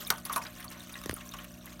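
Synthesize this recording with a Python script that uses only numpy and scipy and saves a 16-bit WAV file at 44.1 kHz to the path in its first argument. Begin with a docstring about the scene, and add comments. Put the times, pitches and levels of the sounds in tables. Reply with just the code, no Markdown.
"""Cat at a pet fountain

Close up in a small room, a cat laps at a thin stream. Its tongue snaps, crackles and rings a mouth
cavity that falls in pitch as it opens. The stream trickles into the plastic basin in tiny bubbles,
the pump hums underneath, and a few dull knocks land right at the microphone."""
import sys
import numpy as np
from scipy import signal
from scipy.fft import rfft, irfft
from scipy.io import wavfile

SR = 44100
rng = np.random.default_rng(int(sys.argv[2]) if len(sys.argv) > 2 else 0)


def inscribe(sig):
    """Save sig as 16-bit PCM at rate SR to the path in sys.argv[1].

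    A 1-D sig is mono; a 2-D sig holds one channel per row.
    Samples are clipped to [-1, 1] before scaling.
    """
    pcm = np.round(np.clip(np.atleast_2d(sig).T, -1, 1) * 32767)
    wavfile.write(sys.argv[1], SR, pcm.astype(np.int16))


N = 79380
T = np.arange(N) / SR
SHORT = T[:4410]  # 0.1 s, the span of one small event


def tongue_smacks(pitch_fall=0.33, open_s=0.0089, attack_s=0.0022, roughness=0.29):
    """The tongue snaps free and rings the wet, opening mouth; the housing thumps faintly."""
    # Smacks of the tongue: start_s, cavity_start_hz, cavity_db, cavity_decay_s, snap_db
    smacks = [(0.1031, 1623, -15.5, 0.0063, -7.5), (0.2535, 1248, -40, .006, -26.5),
              (0.2964, 1370, -24.5, 0.0084, -31.5), (0.3605, 1358, -19.5, 0.012, -21.5),
              (0.451, 1800, -38.5, .008, -35), (0.644, 1363, -38, 0.0094, -59),
              (0.763, 1248, -44, 0.0062, -57), (0.953, 1846, -45, 0.0046, -61),
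              (1.164, 1573, -35, 0.007, -53), (1.3372, 1344, -35, 0.0082, -53),
              (1.389, 1425, -41.5, 0.012, -64), (1.665, 2035, -47, 0.0085, -45),
              (1.7945, 1320, -34, 0.0043, -38.5)]
    # Ring of the snap: pitch_hz, level_db, decay_s
    snap_modes = [(2090, -9.5, 0.00084), (3830, -10.5, 0.0014), (4450, 1.5, 0.00051), (5610, -13.5, 0.0035),
                  (9700, -31, 0.0014), (12870, -8, 0.0015), (14550, -9.5, 0.0013)]
    out = np.zeros(N)
    snap = sum(undb(db) * ring(hz, decay, 0.0001) for hz, db, decay in snap_modes)
    thump = undb(-31.5) * ring(153, decay_s=0.035, attack_s=0.0047, t=T)
    lowpass = signal.butter(2, 530, fs=SR, output="sos")
    for start, hz, cavity_db, decay, snap_db in smacks:
        pitch = falling(hz, pitch_fall, open_s)
        flutter = level(signal.sosfilt(lowpass, rng.standard_normal(len(SHORT))), 0)
        turbulence = flutter * ring(pitch, 0.018, attack_s)
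        cavity = ring(pitch, decay, attack_s) + roughness * turbulence
        add(out, start, undb(cavity_db) * cavity + undb(snap_db) * snap)
        add(out, start, undb(cavity_db) * thump)
    return out


def crackles():
    """Brief bright crackles: wet ticks of tongue and spray, and the sharp clicks of the knocks."""
    # Ticks and clicks: start_s, treble_db, middle_db, decay_s
    ticks = [(0.029, -46, -48, 0.005), (0.062, -51, -59, 0.00097), (0.073, -30.5, -63, 0.0054),
             (0.1044, -17, -18.5, 0.0025), (0.113, -38, -47, 0.0032), (0.123, -42, -36, 0.0047),
             (0.140, -38, -53, 0.0015), (0.174, -35.5, -46, 0.00063), (0.181, -42.5, -39, .005),
             (0.2512, -32, -64, 0.0034), (0.2550, -30, -42, 0.0038), (0.263, -51, -36.5, 0.0043),
             (0.269, -37, -47, 0.0028), (0.313, -63, -59, .002), (0.322, -44, -39, 0.0016),
             (0.327, -35, -42, .003), (0.3288, -23.5, -37, .002), (0.3339, -28.5, -26, 0.0014),
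             (0.340, -40, -41, 0.0078), (0.355, -48, -37.5, 0.0024), (0.361, -25.5, -26.5, 0.0053),
             (0.3752, -26.5, -51, 0.00095), (0.379, -35, -32.5, 0.0036), (0.418, -49, -41, 0.02),
             (0.4395, -40, -37, 0.001), (0.467, -61, -45, 0.007), (0.603, -31, -56, 0.00065),
             (0.607, -45, -62, .005), (0.6431, -37, -42.5, .006), (0.7027, -38, -57, 0.0015),
             (0.714, -42.5, -42, 0.0045), (0.796, -45.5, -45.5, 0.0052), (0.835, -45, -45, .003),
             (0.8722, -36, -42, .0006), (0.894, -50, -40.5, .006), (0.9257, -37, -46, .0009),
             (0.9308, -37, -55, 0.0022), (1.015, -40.5, -40, .002), (1.037, -44, -45, .004),
             (1.0589, -33, -29, .001), (1.0939, -32, -28, 0.0014), (1.1106, -30, -36, .0007),
             (1.1408, -28, -63, 0.00089), (1.164, -35.5, -49, .002), (1.313, -42, -65, 0.0023),
             (1.338, -43.5, -38, 0.0052), (1.386, -45, -61, .005), (1.4429, -41.5, -45, 0.0056),
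             (1.6573, -36.5, -46, 0.0025)]
    # Spectrum of the bright part: frequency_hz, gain_db
    treble_spectrum = [(3000, -37), (7500, -11), (9200, 5), (11300, 5.5), (13000, 2), (16000, 5.5)]
    # Spectrum of the lower part: frequency_hz, gain_db
    middle_spectrum = [(500, -1), (1300, 8.5), (2700, -6.5), (3800, -11), (6000, -2.5), (7500, -3),
                       (12000, -28)]
    treble, middle = np.zeros(N), np.zeros(N)
    for start, treble_db, middle_db, decay in ticks:
        add(treble, start, undb(treble_db) * crackle_burst(8070, 13770, decay))
        add(middle, start, undb(middle_db) * crackle_burst(2140, 6870, decay))
    return colour(treble, treble_spectrum) + colour(middle, middle_spectrum)


def crackle_burst(low_hz, high_hz, decay_s, count=7):
    """A fading cluster of tiny droplet-like pings in hiss."""
    pings = np.zeros(N)
    for k, (jitter, pitch) in enumerate(rng.random((count, 2))):
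        delay = 2 * decay_s * (k + jitter) / count
        hz = low_hz + pitch * (high_hz - low_hz)
        add(pings, delay, np.exp(-delay / decay_s) * bubble(hz, cycles=6.7, attack_s=0.00026))
    hiss = rng.standard_normal(len(SHORT)) * np.exp(-SHORT / decay_s)
    return 0.5 * level(pings[:len(SHORT)], 0) * np.std(hiss) + 0.64 * hiss


def plinks():
    """Single bubbles ring clear of the trickle."""
    # Bubbles in the basin: start_s, pitch_hz, level_db
    bubbles = [(0.023, 3420, -39), (0.0495, 5180, -30.5), (0.069, 3670, -27.5), (0.082, 2370, -36),
               (0.323, 6500, -35), (0.326, 6100, -30), (0.338, 3600, -28.5), (0.417, 2210, -40),
               (0.424, 5030, -35), (0.437, 5650, -31), (0.466, 3920, -32.5), (0.468, 4900, -31),
               (0.6805, 4420, -32), (0.805, 3700, -35), (0.9408, 3740, -31), (0.955, 1905, -30.5),
               (0.990, 4970, -36), (1.038, 3680, -37), (1.1402, 9470, -18), (1.208, 2730, -38),
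               (1.291, 6100, -29), (1.321, 3660, -34), (1.338, 2920, -34.5), (1.3872, 2990, -33.5),
               (1.541, 5740, -38.5), (1.612, 3680, -43.5), (1.676, 1990, -43), (1.729, 6540, -40)]
    out = np.zeros(N)
    for start, hz, db in bubbles:
        add(out, start, undb(db) * bubble(hz, cycles=7.55, attack_s=0.00036))
    return out


def trickle(bubbles_per_s=3000, ticks_per_s=2500, clusters_per_s=81, cluster_db=2):
    """The stream breaks up unevenly into tiny bubbles, ticks of spray and a soft wash."""
    # Strength of the stream: time_s, gain_db
    flow = [(0, 5.5), (.15, 1), (.235, -8), (.27, -2), (.45, -0.5), (.51, -3), (.61, 0.5), (.67, -8),
            (.725, 2.5), (.785, -5), (.83, 1), (.86, -4), (.96, 0), (1.05, -2), (1.2, -1), (1.44, -4),
            (1.5, -6), (1.63, -7), (1.68, -2), (1.8, -5)]
    # Spectrum of the falling water: frequency_hz, gain_db
    spectrum = [(400, 5), (800, 7), (1150, 3), (2000, -2), (3000, 1), (4000, 0.5), (5000, -5.5), (6000, 1),
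                (7600, -3.5), (8800, 0), (10400, -7.5), (12500, 1), (15500, -1.5)]
    wash = colour(rng.standard_normal(N), spectrum)
    tick_sizes = undb(2 * np.minimum(rng.standard_normal(N), 2)) * rng.choice([-1, 1], N)
    spray = colour(tick_sizes * (rng.random(N) < ticks_per_s / SR), spectrum)
    fizz = np.zeros(N)
    for when, pitch, size in rng.random((int(bubbles_per_s * N / SR), 3)):
        hz = 1000 * 15 ** pitch  # 1 to 15 kHz, even across the octaves
        strength = hz * undb(3.5 * min(-np.log(size), np.pi))  # a few stand out
        add(fizz, when * N / SR, strength * bubble(hz, cycles=5.4, attack_s=0.00031))
    water = level(colour(fizz, spectrum), -51.5) + level(spray, -62) + level(wash, -58.5)
    clusters = np.interp(T * clusters_per_s, np.arange(N), rng.standard_normal(N))
    flow_db = np.interp(T, *np.array(flow).T)
    return water * undb(flow_db + cluster_db * clusters)


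def sloshes(attack_s=0.0013):
    """Water stirred by the tongue gurgles diffusely for a moment."""
    # Stirs of the water: start_s, level_db, decay_s
    stirs = [(0.256, -45, 0.018), (0.299, -45.5, 0.042), (0.414, -44.5, 0.011), (0.454, -44, 0.029),
             (0.594, -47.5, 0.039), (0.707, -50, 0.073), (0.953, -41.5, 0.013), (1.036, -42.5, 0.0071),
             (1.165, -46.5, 0.0054), (1.209, -45, 0.013), (1.338, -49.5, 0.034), (1.388, -46.5, 0.019),
             (1.444, -44.5, 0.0086), (1.664, -51, 0.024)]
    # Spectrum of the gurgle: frequency_hz, gain_db
    spectrum = [(600, -14), (1100, -2), (1900, 4), (3200, -3), (4500, -16), (9000, -38)]
    swell = np.zeros(N)
    for start, db, decay in stirs:
        add(swell, start, undb(db) * np.exp(-T / decay) * (1 - np.exp(-T / attack_s)))
    return colour(swell * rng.standard_normal(N), spectrum)


def basin(x):
    """The plastic hollow rings along with whatever sounds in it."""
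    # Resonances of the basin and its hood: pitch_hz, gain_db, decay_s
    modes = [(732.6, 9, 0.019), (914, -4.5, 0.02), (1079, -2, 0.011), (1166, 1, 0.01), (1338, -1.5, 0.024),
             (1492, 3, 0.026), (1904, 3.5, 0.012)]
    response = sum(undb(db) * 2 / (decay * SR) * ring(hz, decay, 0.0053, T) for hz, db, decay in modes)
    return x + signal.fftconvolve(x, response)[:N]


def knocks():
    """Light knocks right at the microphone: a dry click, a sinking thud and a low sway."""
    # Dull knocks: start_s, click_db, thud_db, thud_start_hz, sway_db
    hits = [(1.0605, -33, -22, 584, -44), (1.0958, -19, -19, 490, -24), (1.1118, -27, -60, 400, -25.5),
            (1.1299, -49, -24, 530, -51)]
    out = np.zeros(N)
    click = ring(1880, 0.00063, 0.00005) + ring(2820, 0.00027, 0.00005)
    sway = ring(97, decay_s=0.0078, attack_s=0.0037)
    for start, click_db, thud_db, hz, sway_db in hits:
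        thud = ring(falling(hz, share=0.84, settle_s=0.0035), decay_s=0.003, attack_s=0.0012)
        add(out, start, undb(click_db) * click - undb(thud_db) * thud + undb(sway_db) * sway)
    return out


def pump(waver_db=0.25, rumble_db=-55):
    """The pump's hum wavers slightly over the low rumble of the room."""
    # Partials of the hum: pitch_hz, level_db
    hum = [(56, -67.5), (120, -61), (180, -55.5), (240.3, -57), (301, -65.5), (340, -66.5), (590, -68.5),
           (729, -73.5)]
    # Spectrum of the rumble: frequency_hz, gain_db
    spectrum = [(20, -34), (38, 0.5), (53, 14), (80, 3), (130, 2), (280, 0), (450, -14), (620, 5),
                (900, -50), (2500, -26), (8000, -79)]
    out = level(colour(rng.standard_normal(N), spectrum), rumble_db)
    for hz, db in hum:
        waver = np.interp(T, np.linspace(0, N / SR, 20), rng.standard_normal(20))
        tone = np.sqrt(2) * np.sin(2 * np.pi * (hz * T + rng.random()))
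        out += undb(db + waver_db * waver) * tone
    return out


def room(x, split_hz=1500, onset_s=0.0042):
    """Floor and near walls return a short tail that dies soonest in the treble."""
    onset = 1 - np.exp(-(T / onset_s) ** 2)
    tail = np.zeros(N)
    for side, db, t60_s in (("low", -6, 0.15), ("high", -13, 0.047)):
        crossover = signal.butter(2, split_hz, side, fs=SR, output="sos")
        band = signal.sosfilt(crossover, rng.standard_normal(N))
        fade = onset * np.exp(-np.log(1000) * T / t60_s)
        tail += undb(db) * band * fade / np.sqrt(np.sum(fade ** 2))
    return x + signal.fftconvolve(x, tail)[:N]


def bubble(hz, cycles, attack_s):
    """Trapped air rings at one pitch, fading to 1/e over the given cycles."""
    decay_s = cycles / hz
    return ring(hz, decay_s, attack_s, SHORT[:int(2 * np.pi * decay_s * SR)])


def ring(hz, decay_s, attack_s, t=SHORT):
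    """A damped oscillation; its pitch may glide."""
    phase = 2 * np.pi * np.cumsum(np.broadcast_to(hz, t.shape)) / SR
    return np.sin(phase) * np.exp(-t / decay_s) * (1 - np.exp(-t / attack_s))


def falling(hz, share, settle_s):
    """A pitch that sinks by a share and settles."""
    return hz * (1 - share * (1 - np.exp(-SHORT / settle_s)))


def colour(x, points):
    """Filter by (frequency_hz, gain_db) points, keeping the power of white noise."""
    hz, db = np.array(points).T
    bins_hz = np.arange(N + 1) * SR / (2 * N)
    gain = undb(np.interp(np.log(bins_hz + 1), np.log(hz), db))
    return irfft(rfft(x, 2 * N) * level(gain, 0))[:N]


def undb(db):
    """Decibels to gain."""
    return 10 ** (np.asarray(db) / 20)


def level(x, db):
    """Scale to an rms level."""
    return x * undb(db) / np.sqrt(np.mean(x ** 2))


def add(out, start_s, x):
    """Mix a sound in at a time."""
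    i = int(np.clip(start_s * SR, 0, N - 1))
    out[i:i + len(x)] += x[:N - i]


def scene():
    """One close microphone: cat and water ring the basin and the room, beside the pump and knocks."""
    water = tongue_smacks() + crackles() + plinks() + trickle() + sloshes()
    return (room(basin(water)) + pump() + knocks())[None]


def record(dry, top_hz=16000):
    """The recorder cuts the highest treble steeply."""
    return signal.sosfilt(signal.ellip(8, 0.2, 70, top_hz, fs=SR, output="sos"), dry)


dry = scene()
out = record(dry)
inscribe(out)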